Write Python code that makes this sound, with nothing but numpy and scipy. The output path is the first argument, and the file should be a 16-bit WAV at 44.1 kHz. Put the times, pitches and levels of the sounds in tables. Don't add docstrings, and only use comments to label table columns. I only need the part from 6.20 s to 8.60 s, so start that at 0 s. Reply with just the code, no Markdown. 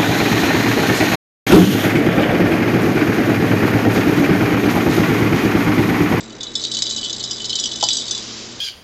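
import sys
import numpy as np
from scipy import signal
from scipy.fft import rfft, irfft
from scipy.io import wavfile

SR = 44100
rng = np.random.default_rng(int(sys.argv[2]) if len(sys.argv) > 2 else 0)


def to_wav(sig):
    pcm = np.clip(np.atleast_2d(sig), -1, 1) * 32767
    pcm = np.round(pcm).astype(np.int16)
    wavfile.write(sys.argv[1], SR, pcm.T)


N = 105840
CONTACT_TIME = np.arange(int(.3 * SR)) / SR

# (time [s], level [dB], first favoured pitch [Hz],
# second favoured pitch [Hz], low-mode boost [dB], treble boost [dB])
BELL_STRIKES = [(0.004, -37.5, 7540, 7864, -4, 5), (0.2073, -25.5, 3500, 3738, -6, -3.5),
                (0.231, -24, 3500, 6590, 0.5, 1), (0.267, -28, 3575, 3909, 0, -13.5),
                (0.353, -16.5, 3500, 5220, -5.5, -1), (0.415, -28.5, 4330, 6105, -12, 2),
                (0.4377, -20.5, 6590, 7330, -10, -11), (0.4488, -21.5, 3738, 4330, 8.5, -9),
                (0.5153, -21, 3125, 8130, -12, -7.5), (0.537, -23.5, 3575, 5105, -5, -0.5),
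                (0.547, -20.5, 4470, 6590, 0.5, -1.5), (0.568, -19.5, 3012, 3970, -2.5, 2),
                (0.5897, -21.5, 3970, 4470, -2, -3), (0.621, -13.5, 3845, 5030, -5.5, 1.5),
                (0.666, -21, 3575, 4720, 8.5, -3.5), (0.7, -23.0, 3909, 3970, 2.5, 12),
                (0.709, -22, 3909, 3970, 1.5, 5), (0.763, -27.5, 3845, 5945, -1, 12),
                (0.781, -24.5, 3845, 4890, 16.5, 5.5), (0.829, -24.5, 4470, 7030, 15, -6),
                (0.846, -23, 3500, 4470, 15.5, 7), (0.858, -26.5, 3229, 4470, 13.5, -7),
                (0.896, -23.5, 3500, 3575, 8.5, 5), (0.928, -24.0, 5220, 6590, -9, -8.5),
                (1.0046, -25, 4330, 7330, -1.5, -31), (1.038, -21.0, 3575, 5105, -1, 0),
                (1.1096, -20.5, 4890, 5785, 13, 8), (1.202, -27, 3012, 3125, 1, -9),
                (1.243, -24.0, 3970, 4330, 9, 3), (1.254, -23.5, 5030, 5220, 4, 1),
                (1.2941, -22, 3970, 5105, 13.5, 7), (1.3028, -22.0, 3845, 5105, 7.5, -2),
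                (1.3293, -19.0, 3125, 4330, 8, -7), (1.354, -18, 3125, 3229, 0.5, 2),
                (1.388, -20, 3500, 5785, 8, 3.5), (1.397, -19, 5785, 7030, 5.5, 11.5),
                (1.4379, -18.5, 3229, 4890, 11.5, 6), (1.456, -18.5, 3229, 5785, 18, 9.5),
                (1.515, -23, 3500, 3970, 15, 1), (1.609, -22.5, 3738, 3845, 7, 2),
                (1.6263, -16.5, 3125, 3340, 6, 6.5), (1.6375, -14.5, 4470, 4890, 3.5, 7.5),
                (1.686, -14.5, 3500, 5785, 0, 3.5), (1.704, -17.5, 3340, 4890, -4, -13),
                (1.714, -19, 3909, 4890, -6, -3), (1.73, -18.5, 3340, 4470, 4, 15.5),
                (1.746, -30.5, 7864, 8130, -4, 11), (1.7525, -24, 3340, 7864, 6, 6),
                (1.7683, -19.5, 4720, 5945, -3, 9), (1.7842, -22.5, 4720, 5945, 10.5, 5),
                (1.812, -25, 7030, 7864, -4, -9.5), (1.8805, -26, 3738, 4470, 2, 5),
                (1.909, -17, 3500, 6105, -4, 3), (1.9491, -24.5, 5785, 7330, -9, -9.5),
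                (1.9766, -27.5, 4890, 6820, -6, 4)]
def jingle():
    out = np.zeros(N)
    for start, db, *favoured_hz, low_db, treble_db in BELL_STRIKES:
        add(out, start, undb(db) * strike(favoured_hz, low_db, treble_db))
    return out


def strike(favoured_hz, low_db, treble_db, clack_db=-12, attack_s=.00038):
    def tilt_db(hz, low_edge_hz=3435, treble_edge_hz=4770):
        return low_db / (1 + (hz / low_edge_hz) ** 40) + treble_db / (1 + (treble_edge_hz / hz) ** 20)

    contact = unit_onset(ring(favoured_hz, tilt_db)) + undb(clack_db) * unit_onset(clack(tilt_db))
    return unit_onset(contact * (1 - np.exp(-CONTACT_TIME / attack_s)))


# (frequency [Hz], level [dB], 60 dB decay time [s])
BELL_MODES = [(3012, -5.5, .36), (3340, -8, .2), (3500, -1.5, .26), (3738, -2.5, .24), (3909, -.5, .46),
              (3970, -3.5, .4), (4890, -3, .13), (5105, -3.5, .18), (7864, -13, .22), (8130, -17, .12)]
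# (frequency [Hz], level [dB])
CAGE_MODES = [(3125, -6.5), (3229, -11.5), (3575, -3.5), (3845, -1.5), (4330, -1.5), (4470, -1.0),
              (4720, -3), (5030, -4.5), (5220, -5), (5785, -4), (5945, -7.5), (6105, -3), (6590, -2.5),
              (6820, -8), (7030, -9.5), (7330, -5), (7540, -5.5)]
def ring(favoured_hz, tilt_db, cage_t60_s=.085, detune=.002, split_hz=16):
    t = CONTACT_TIME
    hz, db, t60 = np.array(BELL_MODES + [(*mode, cage_t60_s) for mode in CAGE_MODES]).T
    strength, tuning, start_cycles, split = rng.standard_normal((4, len(hz)))
    favour = np.max([np.exp(-((hz - pitch) / 50) ** 2) for pitch in favoured_hz], axis=0)
    scatter_db = 3 * np.minimum(strength, 1.3) * (1 - favour)
    gain = undb(db + tilt_db(hz) + 12 * favour + scatter_db)
    phase = 2 * np.pi * (np.outer(hz * (1 + detune * tuning), t) + start_cycles[:, None])
    twin_phase = phase + 2 * np.pi * split_hz * np.outer(split, t)
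    pairs = np.sin(phase) + .35 * np.sin(twin_phase)
    damping = .5 + .5 * np.exp(-t / .011)
    return (gain @ (pairs * fade(t, t60[:, None]))) * damping


# (frequency [Hz], relative level [dB])
CLACK_SPECTRUM = [(400, -25), (1500, -29), (2700, -2.5), (3100, -9.5), (4000, 13), (5200, 13), (7300, 13),
                  (8300, -42.5)]
def clack(tilt_db):
    burst = noise(CLACK_SPECTRUM, len(CONTACT_TIME), lambda hz: tilt_db(hz) / 2)
    return burst * fade(CONTACT_TIME, t60=.026)


# (time [s], level [dB], low band edge [Hz])
SHELL_BLOWS = [(.4498, -16, 3700), (.5885, -13, 3900), (.6222, -11, 2700), (1.6272, -17, 1400),
               (1.6378, -16, 3600), (1.6875, -8.5, 2100)]
def shell_cracks(top_hz=7000):
    out = np.zeros(N)
    for start, db, low_hz in SHELL_BLOWS:
        band = signal.butter(2, [low_hz, top_hz], "bandpass", fs=SR, output="sos")
        band_share = (top_hz - low_hz) / (SR / 2)
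        burst = rng.standard_normal(len(CONTACT_TIME)) * fade(CONTACT_TIME, t60=.007)
        add(out, start, undb(db) * signal.sosfilt(band, burst) / np.sqrt(band_share))
    return out


# (time [s], relative level [dB])
ROLL_LEVEL = [(0, -32), (.17, -38), (.33, -33.5), (.39, -22), (.55, -28), (.72, -19), (.9, -22.5),
              (1.17, -24), (1.35, -24), (1.55, -21), (1.74, -20), (1.85, -23.5), (1.97, -24.5),
              (2.1, -33.5)]
def rolling(ticks_per_s=130, tick_db=-8, scatter_db=3):
    modes = 2 * (BELL_MODES + CAGE_MODES)
    ticks = [strike([hz], low_db=0, treble_db=0) * fade(CONTACT_TIME, t60=.2) for hz, *_ in modes]
    out = np.zeros(N)
    for slot, (late, pick, strength) in enumerate(rng.random((int(ticks_per_s * N / SR), 3))):
        start = (slot + 2 * late) / ticks_per_s
        db = curve(ROLL_LEVEL, start) + tick_db + scatter_db * (2 * strength - 1)
        add(out, start, undb(db) * ticks[int(pick * len(ticks))])
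    return out


# (time [s], level [dB])
CABINET_KNOCKS = [(1.6272, -17), (1.6332, -18.5)]
# (frequency [Hz], relative level [dB])
PANEL_MODES = [(322, -19), (590, -6), (720, -2.5), (905, 1.5), (1350, -14)]
def cabinet(push_s=.00037, hold_s=.0056):
    out, t = np.zeros(N), CONTACT_TIME
    panel = sum((-1) ** k * undb(db) * np.sin(2 * np.pi * hz * t)
                for k, (hz, db) in enumerate(PANEL_MODES))
    attack = 1 - np.exp(-t / push_s)
    decay = np.exp(-(t / hold_s) ** 10) + .04 * fade(t, t60=.19)
    for start, db in CABINET_KNOCKS:
        add(out, start, undb(db) * panel * attack * decay)
    return out


# (time [s], level [dB])
HISS_SWELL = [(0, -61.5), (1.7, -52), (1.9, -37), (2.08, -33), (2.2, -34), (2.32, -39), (2.4, -40.5)]
# (frequency [Hz], relative level [dB])
HISS_SPECTRUM = [(500, -28), (850, -7.5), (1800, -9), (3000, -0.5), (5000, 3), (6200, 1), (7200, -3),
                 (8200, -45)]
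def hiss():
    return noise(HISS_SPECTRUM, N) * undb(curve(HISS_SWELL, np.arange(N) / SR))


# (frequency [Hz], relative level [dB])
AIR_SPECTRUM = [(25, -8.5), (60, -3), (140, -8.5), (220, 2.5), (330, 1.5), (480, -2), (800, -8.5),
                (2200, -12), (8000, -33.5)]
# (frequency [Hz], rms level [dB])
HUM_TONES = [(120, -48.5), (225, -47.5), (324, -49), (412, -53.5)]
def room_tone(air_db=-39.5, waver_db=2):
    t = np.arange(N) / SR
    out = undb(air_db) * noise(AIR_SPECTRUM, N)
    for hz, db in HUM_TONES:
        waver = signal.resample(rng.standard_normal(24), N)
        tone = np.sqrt(2) * np.sin(2 * np.pi * (hz * t + rng.random()))
        out += undb(db + waver_db * waver) * tone
    return out


def room_response(tail_db=-13, delay_s=.011):
    t = np.arange(SR // 2) / SR
    tail = rng.standard_normal(len(t)) * fade(t, t60=.21) * (t > delay_s)
    response = undb(tail_db) * tail / np.linalg.norm(tail)
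    response[0] = 1
    return response


def undb(db):
    return 10 ** (np.asarray(db) / 20)


def unit_onset(sound):
    return sound / np.sqrt(np.mean(sound[:int(.01 * SR)] ** 2))


def curve(rows, t):
    return np.interp(t, *np.array(rows).T)


def noise(spectrum, size, tilt_db=lambda hz: 0):
    hz = np.maximum(np.fft.rfftfreq(size, 1 / SR), 1)
    points_hz, db = np.array(spectrum).T
    shape_db = np.interp(np.log(hz), np.log(points_hz), db) + tilt_db(hz)
    coloured = irfft(rfft(rng.standard_normal(size)) * undb(shape_db), size)
    return coloured / np.sqrt(np.mean(coloured ** 2))


def fade(t, t60):
    return np.exp(-np.log(1000) * t / t60)


def add(out, start, sound):
    first = max(int(start * SR), 0)
    part = out[first:first + len(sound)]
    part += sound[:len(part)]


def scene():
    background = room_tone() + hiss()
    room = room_response()
    ball = cabinet() + jingle() + shell_cracks() + rolling()
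    return (signal.fftconvolve(ball, room)[:N] + background)[None]


def record(dry, top_hz=8400, clip_level=.78):
    lowpass = signal.ellip(10, .2, 75, top_hz, fs=SR, output="sos")
    clipped = np.clip(signal.sosfilt(lowpass, dry), -clip_level, clip_level)
    return signal.sosfilt(lowpass, clipped)


dry = scene()
out = record(dry)
to_wav(out)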